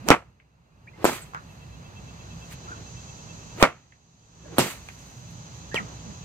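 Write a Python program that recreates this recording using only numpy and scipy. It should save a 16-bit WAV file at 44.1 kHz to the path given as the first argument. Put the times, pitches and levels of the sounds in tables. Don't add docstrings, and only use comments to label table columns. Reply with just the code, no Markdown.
import sys
import numpy as np
from scipy import signal
from scipy.fft import rfft, irfft, next_fast_len
from scipy.io import wavfile
from scipy.ndimage import uniform_filter1d, map_coordinates

SR = 44100
rng = np.random.default_rng(int(sys.argv[2]) if len(sys.argv) > 2 else 0)


def field_ratio(decibels):
    return 10 ** (np.asarray(decibels, dtype=float) / 20)


def wav_out(sig):
    wavfile.write(sys.argv[1], SR, np.round(np.clip(np.atleast_2d(sig).T, -1, 1) * 32767).astype(np.int16))


N = 275184

# f/Hz, level/dB per Hz
LAWN_COLOUR = [(12, -55.5), (20, -26), (48, -11.5), (123, -3), (337, -19.5), (923, -20), (1530, -25),
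               (2320, -30.5), (2600, -26), (2820, -28.5), (4060, -29), (5380, -33), (6360, -23),
               (9400, -48), (16000, -48)]
# f/Hz, likeness/0-1
LAWN_LIKENESS = [(60, 1), (130, 0.95), (300, 0.79), (700, 0.043), (1500, 0.64), (3500, 0.41), (7000, 0.063),
                 (12000, .1)]
# f/Hz, width/Hz, level/dB
MACHINES = [(62, 1.6, -9), (119, 23, -5.5), (165, 9.9, -7)]
# f/Hz, width/Hz, level/dB
FAR_INSECTS = [(4040, 120, -5), (4610, 99, -10)]
# f/Hz, level/dB per Hz
CICADA_COLOUR = [(3060, -38.5), (5200, -9), (5460, -28), (5560, -10.5), (5950, 0.5), (6720, -1.5),
                 (8230, -18), (9000, -30.5), (11700, -60.5), (19800, -120)]
# t/s, level/dB over the rumble
CHORUS_SWELL = [(0, -24), (.9, -21.5), (1.3, -16), (1.9, -14), (2.6, -7), (2.95, -5), (3.7, -6.5),
                (4.3, -4.5), (6.24, -5.5)]
# t/s, depth/dB
GAIN_DROPS = [
    (.105, 19),
    (1.044, 3.5),
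    (3.627, 17.5),
    (4.584, 4),
]
# t/s, length/s, start f/Hz, end f/Hz, level/dB
SPEEDING_LOOPS = [(.015, .075, 130, 626.5, -31.5), (.05, .052, 497, 1529, -28.5),
                  (.96, 0.06, 389, 1090, -68.5), (3.57, .05, 204.3, 605, -27.5),
                  (3.59, .034, 489, 1502, -23), (3.595, .029, 2315, 2906, -33)]
# t/s, length/s, start f/Hz, end f/Hz, level/dB
THONG_WHISTLES = [(.869, 0.018, 1500, 2300, -50), (.874, .025, 2200, 2540, -47.5),
                  (.932, 0.039, 2010, 2150, -55.5), (2.675, 0.043, 1225, 1505, -39),
                  (2.715, 0.034, 1550, 1304, -35.5), (2.65, 0.043, 740, 940, -52),
                  (2.75, 0.047, 1270, 975, -50), (2.645, .05, 406, 282, -51),
                  (4.44, 0.075, 1790, 1500, -58), (4.452, .035, 614, 560, -49),
                  (4.482, 0.12, 455, 480, -49), (4.522, 0.027, 360, 280, -38),
                  (4.584, 0.009, 14600, 6850, -15), (1.043, 0.014, 14800, 10800, -25.5),
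                  (1.046, 0.014, 9800, 6520, -22.5), (1.215, .03, 8600, 7370, -43.5),
                  (5.714, 0.046, 1640, 1990, -36), (5.748, 0.049, 2025, 1714, -32.5),
                  (5.756, 0.046, 3580, 1666, -23.5), (5.785, 0.042, 1440, 1194, -31.5),
                  (5.865, .04, 1340, 1060, -50), (5.795, 0.06, 206, 188, -37), (6.05, 0.1, 264, 166, -46),
                  (6.05, 0.054, 540, 408, -48)]
# t/s, peak level/dB, then rise/s per 20 dB, hold/s, fall/s per 20 dB
AIR_PASSES = [(.08, -32.5, .03, 0, .005), (1.035, -36, .08, 0, 0.0044), (2.66, -48.5, .07, 0.17, .03),
              (3.59, -34, .03, 0, .005), (4.535, -40, .13, 0.016, .01), (5.78, -42.5, .01, 0.055, .25),
              (6.086, -52, .1, 0.037, .12)]
# t/s, peak level/dB, then rise/s per 20 dB, hold/s, fall/s per 20 dB
GRASS_PASSES = [(.083, -47, .015, 0.0015, .005), (1.036, -66, .03, 0.12, 0.0055),
                (1.07, -45, .01, 0.017, 0.021), (1.095, -48, .03, 0.063, 0.11), (1.52, -73, 0.17, 0, .4),
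                (2.45, -74, .4, 0.011, .1), (2.524, -53, 0.032, 0.0057, 0.027), (3.62, -42, 0.029, 0, .005),
                (4.576, -55.5, 0.018, 0.0034, 0.0045), (4.6, -34, 0.0071, 0, 0.041),
                (4.63, -46, .02, 0.077, 0.08), (4.87, -69.5, 0.24, 0.26, 0.35),
                (5.306, -72, .04, 0.018, 0.043), (5.564, -74, .06, 0.02, .03)]
# f/Hz, level/dB per Hz
AIR_COLOUR = [(150, -41), (300, -6.5), (700, -16), (1500, -22), (4000, -29.5), (16000, -54.5)]
# f/Hz, level/dB per Hz
GRASS_COLOUR = [(590, -42.5), (1000, -11), (2200, -5.5), (3340, -11), (5020, -13), (5440, -29), (5970, -13),
                (7980, -12), (16000, -18)]
# f/Hz, likeness/0-1
NEAR_LIKENESS = [(200, 1), (500, 0.13), (1200, 0.92), (3000, 0.24), (7000, 0.24)]
# t/s, peak level/dB, lobe length/ms, steepness, rebound/0-1
SHOCK_WAVES = [(.0871, -8, .1, 6, .4), (.0886, -13, .45, 2, .3), (.10435, 5, .36, 18, .3),
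               (.1213, -3, .26, 2.5, .1), (1.0442, -2.5, .36, 2.5, .2), (1.0535, -1.5, .31, 2.5, .1),
               (3.6265, 5, .36, 14, .3), (3.6356, -3, .2, 4, .05), (3.6409, -4, .26, 2.5, .2),
               (4.5843, -4.5, .33, 6, .5), (4.5878, -10, .55, 1.5, .35), (4.5934, -7, .28, 4, .2),
               (5.7444, -15, .45, 1.6, .4), (5.7465, -18, .3, 1.6, .2)]
# t/s, spray level/dB, 60 dB decay/s,
# top f/Hz, level/dB of the port's slow heave
SHOCK_SPRAYS = [(0.0867, -9.5, 0.0087, 9000, -56.5), (0.1033, -6, .02, 2503, -13.5),
                (1.0437, -23.5, 0.013, 4935, -28), (1.131, -31.5, 0.022, 9000, -60),
                (1.3467, -41.5, 0.015, 3450, -82), (3.6263, -5, .018, 2701, -13.5),
                (4.583, -17, 0.014, 4000, -57), (4.8875, -35.5, 0.0087, 2790, -70),
                (5.744, -24.5, 0.016, 2480, -57)]
# t/s, level/dB, treble
# level/dB, 60 dB decay/s, tilt/dB per octave
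NEAR_ECHOES = [(0.085, -18, 2.5, 0.068, -1.5), (.105, -5.5, -5.5, 0.11, 1.5), (1.043, -14.5, 1, 0.21, -2),
               (3.59, -28.5, -14, 0.27, 9), (3.627, -7, -6, .11, 1), (4.555, -30.5, -4, 0.44, -0.5),
               (4.582, -16, 7.5, 0.2, -5.5), (5.741, -27, 3, 0.16, -1)]
# f/Hz, level/dB per Hz
ECHO_COLOUR = [(59, -36.5), (100, -6.5), (595, -6.5), (1100, -9), (1360, -7), (1550, -14), (2320, -12),
               (3700, -22), (8640, -28), (16000, -46.5)]
# t/s, peak level/dB, centre f/Hz, 60 dB decay/s
WALL_ECHOES = [(.4, -53, 1997, 0.16), (1.335, -38, 1180, 0.11), (1.3467, -26, 1340, 0.13),
               (1.3568, -30.5, 1300, 0.21), (3.922, -50.5, 1900, 0.2), (4.887, -36.5, 2260, 0.088),
               (4.898, -41, 1880, 0.076)]
# f/Hz, level/dB
MICROPHONE_RESPONSE = [(7000, 0.5), (8500, 0.5), (9500, -6), (11000, -2.5), (13500, 1), (15700, -5.5),
                       (16300, -27.5)]

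RUMBLE_DB = -46
CRACK_LAG_S = 0.0002
LAWN_LAG_S = 0.00042


def unit(x):
    return x / np.sqrt(np.mean(x ** 2) + 1e-20)


def along(points, hz):
    f, v = np.transpose(points)
    return np.interp(np.log(hz + 1), np.log(f + 1), v)


def wobble(rate):
    knots = rng.standard_normal(int(N * rate / SR) + 4)
    return map_coordinates(knots, [np.arange(N) * rate / SR])


def noise(gain, count=N, alike=NEAR_LIKENESS, late_s=-CRACK_LAG_S / 2):
    size = next_fast_len(count)
    hz = np.fft.rfftfreq(size, 1 / SR)
    turn = np.arccos(np.clip(along(alike, hz), -1, 1)) / 2
    mid, side = rfft(rng.standard_normal((2, size))) * gain(hz) * [np.cos(turn), np.sin(turn)]
    late = np.exp(-2j * np.pi * late_s * np.maximum(hz - 250, 0))
    return unit(irfft([(mid + side) * late, mid - side], size)[:, :count])


def add(out, s, sound):
    start = max(round(s * SR), 0)
    out[:, start:start + sound.shape[1]] += sound


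def rumble_db():
    close_s, half_back_s, back_spread_s = 0.12, 0.78, 0.12
    t = np.arange(N) / SR
    level_db = np.full(N, float(RUMBLE_DB))
    for s, depth_db in GAIN_DROPS:
        since = t - s
        closing = 1 - np.exp(-np.maximum(since, 0) / close_s)
        still_down = (1 - np.tanh((since - half_back_s) / (2 * back_spread_s))) / 2
        level_db -= depth_db * closing * still_down
    return level_db


def lawn():
    swell_db = np.interp(np.arange(N) / SR, *np.transpose(CHORUS_SWELL))

    def far(gain):
        return noise(gain, alike=LAWN_LIKENESS, late_s=LAWN_LAG_S)

    def band(hz, width):
        return far(lambda f: 1 / (width ** 2 + (f - hz) ** 2))

    air = far(lambda hz: field_ratio(along(LAWN_COLOUR, hz)) * np.where(abs(hz - 5500) < 2600, 0.3, 1))
    leaves = far(lambda hz: field_ratio(along(LAWN_COLOUR, hz)) * (abs(hz - 4150) < 1250))
    drones = field_ratio(2.2 * wobble(7.3)) * sum(field_ratio(db) * band(hz, width) for hz, width, db in MACHINES)
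    singers = sum(field_ratio(db + 1.2 * wobble(17)) * band(hz, width) for hz, width, db in FAR_INSECTS)
    cicadas = field_ratio(swell_db + 0.53 * wobble(10)) * far(lambda hz: field_ratio(along(CICADA_COLOUR, hz)))
    hiss_gain = field_ratio(-9.5 + 0.45 * swell_db)
    return field_ratio(rumble_db()) * (field_ratio(1.0) * air + drones + hiss_gain * (leaves + singers) + cicadas)


def cricket():
    start_s, gap_s, quicken_s = 1.508, 0.1185, 0.00038
    level_db, fade_db, scatter_db = -7.5, 0.23, 2
    t, k = np.arange(N) / SR, np.arange(-12, 48)
    times = start_s + gap_s * k - quicken_s * k ** 2
    away = np.maximum(k - 6, 4 * (4 - k))
    sizes = field_ratio(level_db - fade_db * away + scatter_db * rng.standard_normal(len(k)))
    nearest = np.round(np.interp(t, times, np.arange(len(k)))).astype(int)
    pulses = field_ratio(rumble_db()) * sizes[nearest] * np.exp(-((t - times[nearest]) / 0.018) ** 4)
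    phase = 2 * np.pi * 2645 * (t - np.array([[LAWN_LAG_S], [0]])) + 0.64 * wobble(70)
    return pulses * (field_ratio(1.7 * wobble(87)) * np.sin(phase) + 0.69 * np.sin(1.24 * phase))


def eddies(rows, shape, rough, bend, late_s):
    out = np.zeros((2, N + SR))
    for s, length, start_hz, end_hz, db in rows:
        u = np.arange(int(length * SR)) / (length * SR)
        pitch = start_hz * (end_hz / start_hz) ** (u ** bend)
        cycles = np.cumsum(pitch) / SR
        knots = rng.standard_normal((2, 2000))
        flutter = [map_coordinates(k, [cycles * 0.27]) for k in knots]
        tone = (1 + rough * (flutter[0] + 1j * flutter[1])) * np.exp(2j * np.pi * cycles)
        left = tone * np.exp(-2j * np.pi * pitch * late_s)
        add(out, s, field_ratio(db) * shape(u) * np.real([left, tone]))
    return out[:, :N]


def strokes(rows):
    lead_db, lead_longer = -19.5, 2.8
    t, gain = np.arange(N) / SR, 0
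    for s, db, rise, hold, fall in rows:
        early = np.maximum(s - t, 0) / abs(rise)
        late = np.maximum(t - s - hold, 0) / abs(fall)
        approach = field_ratio(-20 * early) + field_ratio(lead_db - 20 * early / lead_longer)
        gain = gain + field_ratio(db - 20 * late) * approach
    return uniform_filter1d(gain, size=200)


def thong():
    runups = eddies(SPEEDING_LOOPS, lambda u: u ** 1.6 * (1 - u ** 12), rough=0.45, bend=1.25,
                    late_s=-CRACK_LAG_S)
    whistles = eddies(THONG_WHISTLES, lambda u: np.sin(np.pi * u ** 0.52), rough=0.3, bend=0.68,
                      late_s=LAWN_LAG_S)
    tones = whistles + runups
    t = np.arange(SR // 5) / SR
    yard = rng.standard_normal((2, len(t))) * field_ratio(-60 * t / 0.1)
    smear = field_ratio(-6) * signal.fftconvolve(tones, yard / np.linalg.norm(yard[0]), axes=1)[:, :N]
    whoosh = strokes(AIR_PASSES) * field_ratio(1.8 * wobble(42) - 5.5)
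    whoosh = whoosh * noise(lambda hz: field_ratio(along(AIR_COLOUR, hz)))
    hiss = strokes(GRASS_PASSES) * field_ratio(9.5 + 0.72 * wobble(90))
    hiss = hiss * noise(lambda hz: field_ratio(along(GRASS_COLOUR, hz)))
    return tones + smear + whoosh + hiss


def shocks():
    out = np.zeros((2, N + SR))
    t = np.arange(-200, 600) / SR - np.array([[-CRACK_LAG_S / 2], [CRACK_LAG_S / 2]])
    for s, db, lobe_ms, steep, rebound in SHOCK_WAVES:
        u = t / (lobe_ms / 1000)
        front = -np.tanh(steep * u) * np.exp(-np.where(u > 0, u / 1.45, u) ** 2 / 2)
        back = rebound * np.exp(-((u - 6) / 3.1) ** 2)
        add(out, s - 200 / SR, field_ratio(db) * (front + back))
    return out[:, :N]


def sprays():
    out, t = np.zeros((2, N + SR)), np.arange(SR // 20) / SR
    for s, db, t60, top_hz, heave_db in SHOCK_SPRAYS:
        burst = noise(lambda hz: hz / (hz + 1200) / (1 + (hz / top_hz) ** 2.0), count=len(t))
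        burst = burst * field_ratio(db - 60 * t / t60 + np.array([[-5], [3]]))
        heave = field_ratio(heave_db) * t / 0.0025 * np.exp(1 - t / 0.0025)
        add(out, s, burst + heave * [[0.12], [1]])
    return out[:, :N]


def echoes():
    out, t = np.zeros((2, N + SR)), np.arange(SR // 2) / SR
    split_hz = 2800

    for s, db, treble_db, t60, tilt_db in NEAR_ECHOES:
        def low_colour(hz):
            tilt = field_ratio(tilt_db * np.log2((hz + 100) / 800)) * hz ** 2 / (hz ** 2 + 140 ** 2)
            return field_ratio(along(ECHO_COLOUR, hz)) * tilt / (1 + (hz / split_hz) ** 4)

        def high_colour(hz):
            return field_ratio(along(ECHO_COLOUR, hz)) / (1 + (split_hz / (hz + 1)) ** 4)

        lumps = field_ratio(2.2 * wobble(300)[:len(t)])
        low_fade = field_ratio(-60 * t / t60) + 0.075 * field_ratio(-25 * t / t60)
        high_fade = field_ratio(-75 * t / t60) + 0.14 * field_ratio(-32 * t / t60)
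        low = noise(low_colour, count=len(t)) * lumps * low_fade
        high = noise(high_colour, count=len(t)) * field_ratio(treble_db - 8.5) * high_fade
        swell = (1 - np.exp(-t / (0.04 * t60))) ** 2
        add(out, s, field_ratio(db) * swell * (low + high))

    for s, db, hz0, t60 in WALL_ECHOES:
        def dull(hz):
            return hz * hz0 / (hz0 ** 2 + ((hz ** 2 - hz0 ** 2) / (0.5 * hz0)) ** 2)

        puff = noise(dull, count=len(t), late_s=LAWN_LAG_S)
        fade = field_ratio(-60 * t / 0.011) + 0.42 * field_ratio(-60 * t / t60)
        add(out, s, field_ratio(db) * puff * (1 - np.exp(-t / 0.00022)) * fade)
    return out[:, :N]


def scene():
    surroundings = lawn() + cricket() + thong() + echoes()
    highpass = signal.butter(2, 110, "high", fs=SR)
    return signal.lfilter(*highpass, shocks()) + sprays() + surroundings * field_ratio([[-0.9], [0.9]])


def low_pass(x):
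    return signal.sosfilt(signal.butter(12, 16480, fs=SR, output="sos"), x)


def record(dry):
    size = next_fast_len(N + 4096)
    response = field_ratio(along(MICROPHONE_RESPONSE, np.fft.rfftfreq(size, 1 / SR)))
    heard = irfft(rfft(dry, size) * response, size)[:, :N]
    flattened = heard / (1 + np.abs(heard / 0.99) ** 12) ** (1 / 12)
    return low_pass(flattened)


dry = scene()
out = record(dry)
wav_out(out)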